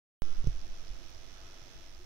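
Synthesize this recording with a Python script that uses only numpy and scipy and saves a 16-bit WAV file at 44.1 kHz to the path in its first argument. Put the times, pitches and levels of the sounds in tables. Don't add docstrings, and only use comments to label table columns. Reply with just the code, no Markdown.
import sys
import numpy as np
from scipy.fft import rfft, irfft, next_fast_len
from scipy.io import wavfile

SR = 44100
rng = np.random.default_rng(int(sys.argv[2]) if len(sys.argv) > 2 else 0)


def transcribe(u):
    v = np.clip(np.atleast_2d(u).T, -1, 1)
    q = np.round(v * 32767).astype(np.int16)
    wavfile.write(sys.argv[1], SR, q)


N = 90404
TIME_S = np.arange(N) / SR
SWITCH_ON_S = .2202


def amp(db):
    return 10 ** (np.asarray(db) / 20)


def unit_rms(x):
    return x / np.sqrt(np.mean(x ** 2) + 1e-20)


def curve_at(points, hz):
    knots_hz, values = np.transpose(points)
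    return np.interp(np.log(hz + 1), np.log(knots_hz + 1), values)


def envelope(points):
    return amp(np.interp(TIME_S, *np.transpose(points)))


def pan(db):
    return amp([[db / 2], [-db / 2]])


def bell(offset_s, width_s):
    return np.exp(-.5 * (offset_s / width_s) ** 2)


def decay(start_s, t60_s):
    age_s = TIME_S - start_s
    return (age_s >= 0) * amp(-60 * np.maximum(age_s, 0) / t60_s)


def filtered(x, response):
    size = next_fast_len(N + SR // 2)
    hz = np.fft.rfftfreq(size, 1 / SR)
    return irfft(rfft(x, size) * response(hz), size)[..., :N]


def noise(spectrum):
    corner_hz = 2 * spectrum[-1][0]
    white = rng.standard_normal(N) * np.sqrt(SR / 2)
    return filtered(white, lambda hz: amp(curve_at(spectrum, hz)) / (1 + (hz / corner_hz) ** 4))


# f/Hz, correlation
COHERENCE = [(60, 0.69), (300, 0.49), (640, 0.36), (1400, 0.017), (4000, 0.017)]

def stereo_noise(spectrum):
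    angle = lambda hz: np.arccos(np.clip(curve_at(COHERENCE, hz), -1, 1)) / 2
    mid = filtered(noise(spectrum), lambda hz: np.cos(angle(hz)))
    side = filtered(noise(spectrum), lambda hz: np.sin(angle(hz)))
    return np.array([mid + side, mid - side])


# f/Hz, density/dB
AIR_SPECTRUM = [(90, -89), (145, -87), (195, -99), (270, -91.5), (335, -90), (470, -95), (680, -93.5),
                (950, -99), (1350, -101), (1900, -102), (2700, -98.5), (3450, -100.5), (3950, -103.5),
                (4900, -104.5), (6000, -112), (7200, -125)]
# f/Hz, width/Hz, level/dB
AIR_RESONANCES = [(342.3, 51, -75.5), (665, 46, -73.5), (1273, 17, -77.5), (3448, 25, -77)]
# t/s, gain/dB
LEVEL_DRIFT = [(.3, 1.1), (.6, 0.9), (.9, 2), (1.05, 1.5), (1.55, 2), (1.84, 0.96), (1.94, -0.5),
               (2.04, -2)]

def room_air():
    resonances = np.zeros((2, N))
    for hz, width_hz, db in AIR_RESONANCES:
        peak = [(hz - 2 * width_hz, -60), (hz - width_hz / 2, -4), (hz, 0),
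                (hz + width_hz / 2, -4), (hz + 2 * width_hz, -60), (hz + 4 * width_hz, -120)]
        resonances += amp(db) * unit_rms(stereo_noise(peak))
    return envelope(LEVEL_DRIFT) * (stereo_noise(AIR_SPECTRUM) + resonances)


# t/s, f/Hz, level/dB, half-width/s
BRIEF_HUMS = [(0.267, 325, -59.5, 0.016), (0.288, 480, -63.5, 0.014), (1.16, 100, -62, 0.018),
              (2.015, 361, -60, 0.017)]

def hums():
    return sum(amp(db) * bell(TIME_S - at_s, width_s) * unit_rms(np.sin(2 * np.pi * hz * TIME_S))
               for at_s, hz, db, width_s in BRIEF_HUMS)


# f/Hz, gain/dB
BURST_SPECTRUM = [(200, -25), (850, -1), (1300, -7), (1700, -5.5), (2550, -2.5), (3400, 2), (4250, 2),
                  (4700, -2), (5150, 4), (5550, -4), (5850, 4), (6200, 3.5), (6700, -5), (7150, -9),
                  (7550, -12), (9000, -60)]
# f/Hz, density/dB
SIZZLE_SPECTRUM = [(600, -112), (1100, -99), (1600, -95), (2200, -99), (3400, -103), (4450, -102),
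                   (5000, -97), (5600, -91), (6200, -97), (7000, -107), (7700, -122)]

def electrical_buzz(rate_hz=93.75, buzz_db=-60.5, scatter_db=.5, surge_depth=.3):
    burst_at_s, burst_width_s = .0065, .00065
    repeat_s, repeat_db = .00236, -5
    cycles_s = np.arange(int(N / SR * rate_hz)) / rate_hz
    strengths = amp(scatter_db * rng.standard_normal(len(cycles_s)))
    pulses = np.bincount(np.round(cycles_s * SR).astype(int), strengths, N)
    burst = bell(TIME_S - burst_at_s, burst_width_s) * rng.standard_normal(N)
    phase = lambda hz: np.exp(1j * np.angle(rfft(burst, 2 * len(hz) - 2)))
    repeat = lambda hz: 1 + amp(repeat_db) * np.exp(-2j * np.pi * hz * repeat_s)
    bursts = filtered(pulses, lambda hz: phase(hz) * repeat(hz) * amp(curve_at(BURST_SPECTRUM, hz)))
    surge = 1 + surge_depth * bell(TIME_S % (1 / rate_hz) - burst_at_s, burst_width_s)
    sizzle = unit_rms(surge) * noise(SIZZLE_SPECTRUM)
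    return envelope(LEVEL_DRIFT) * (amp(buzz_db) * unit_rms(bursts) + sizzle)


def electrical_chirps(anchor_s=.3485, period_s=.2667, hz=4950, peak_db=-47.5, width_s=.0011):
    offset_s = (TIME_S - anchor_s + period_s / 2) % period_s - period_s / 2
    return amp(peak_db) * bell(offset_s, width_s) * np.sin(2 * np.pi * hz * offset_s)


def tick(at_s=1.103, level_db=-52, t60_s=.004, pan_db=7):
    return amp(level_db) * pan(pan_db) * decay(at_s, t60_s) * rng.standard_normal((2, N))


# f/Hz, density/dB
RUSTLE_SPECTRUM = [(800, -106), (1130, -94.5), (1350, -88), (1700, -103.5), (2050, -112)]
# t/s, gain/dB
RUB_GAIN = [(.23, -7), (.29, 1), (.38, -2), (1.2, -35), (1.35, -2), (1.6, -8.5), (1.75, -26)]

def grip_rustle(pan_db=-3):
    return envelope(RUB_GAIN) * pan(pan_db) * stereo_noise(RUSTLE_SPECTRUM)


# f/Hz, density/dB
RUMBLE_SPECTRUM = [(4, -135), (12, -45), (25, -72.5), (45, -68.5), (70, -73), (110, -88.5), (200, -90.5),
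                   (500, -125)]
# f/Hz, left minus right/dB
RUMBLE_BALANCE = [(10, -13.5), (30, 18), (55, -9.5), (150, -2)]
# t/s, gain/dB
GRIP_PRESSURE = [(.25, -21), (.32, -2), (.39, 3.5), (.55, -3), (.64, 0.5), (.8, 0), (1.05, -6.5),
                 (1.25, -6.5), (1.42, -6.5), (1.55, -9.5), (1.78, -6.5), (2.0, -6)]

def grip_rumble(fade_in_s=.06):
    balance = lambda hz: amp(np.outer([.5, -.5], curve_at(RUMBLE_BALANCE, hz)))
    rumble = filtered(stereo_noise(RUMBLE_SPECTRUM), balance)
    fade_in = np.clip((TIME_S - SWITCH_ON_S) / fade_in_s, 0, 1)
    return fade_in * envelope(GRIP_PRESSURE) * rumble


# f/Hz, level/dB, t60/s
CASE_MODES = [(43.7, -5, 0.17), (108.5, -9.5, 0.078), (125.4, -7, 0.049), (316, -16, 0.019),
              (455, -27, 0.055)]
# f/Hz, gain/dB
CLICK_SPECTRUM = [(500, -20), (2000, -13), (3000, 2), (4500, 1), (5900, 8.5), (6400, 1), (7000, -19),
                  (9000, -17), (15000, -19)]
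# t/s, thud gain/dB, click gain/dB, contact/s, thud left minus right/dB
CASE_BUMPS = [(.443, -29, -48, .0007, -5), (.4715, -18, -36, .0015, -7.5), (.4885, -25, -90, .009, -2),
              (.905, -24, -90, .019, -4), (1.617, -46, -80, .002, 0), (1.762, -40, -90, .014, -4)]

def case_bumps(click_t60_s=.01, click_pan_db=-12):
    bumps = np.zeros((2, N))
    for at_s, thud_db, click_db, contact_s, thud_pan_db in CASE_BUMPS:
        ring = sum(amp(db) * decay(at_s, t60_s) * np.sin(2 * np.pi * hz * (TIME_S - at_s))
                   for hz, db, t60_s in CASE_MODES)
        thud = filtered(ring, lambda hz: np.exp(-(hz * contact_s) ** 2))
        burst = decay(at_s, click_t60_s) * rng.standard_normal(N)
        click = filtered(burst, lambda hz: amp(curve_at(CLICK_SPECTRUM, hz)))
        bumps += amp(click_db) * pan(click_pan_db) * click - amp(thud_db) * pan(thud_pan_db) * thud
    return bumps


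def scene():
    mix = room_air() + hums() + grip_rumble() + grip_rustle() + case_bumps() + tick()
    mix[1] += electrical_buzz() + electrical_chirps()
    return mix


# f/Hz, density/dB
MIC_NOISE_SPECTRUM = [(3000, -115), (7000, -113), (7700, -110), (9000, -113.5), (10500, -113),
                      (12200, -116), (13900, -112), (14600, -115.5), (15700, -118)]

def record(dry):
    pop_db, pop_pan_db, settle_s = -29.5, -16, .25
    band_limit_hz = 15750
    age_s = TIME_S - SWITCH_ON_S
    pop = -amp(pop_db) * pan(pop_pan_db) * np.exp(-np.maximum(age_s, 0) / settle_s)
    self_noise = np.array([noise(MIC_NOISE_SPECTRUM), noise(MIC_NOISE_SPECTRUM)])
    live = (age_s >= 0) * (dry + pop + self_noise)
    return filtered(live, lambda hz: hz < band_limit_hz)


dry = scene()
out = record(dry)
transcribe(out)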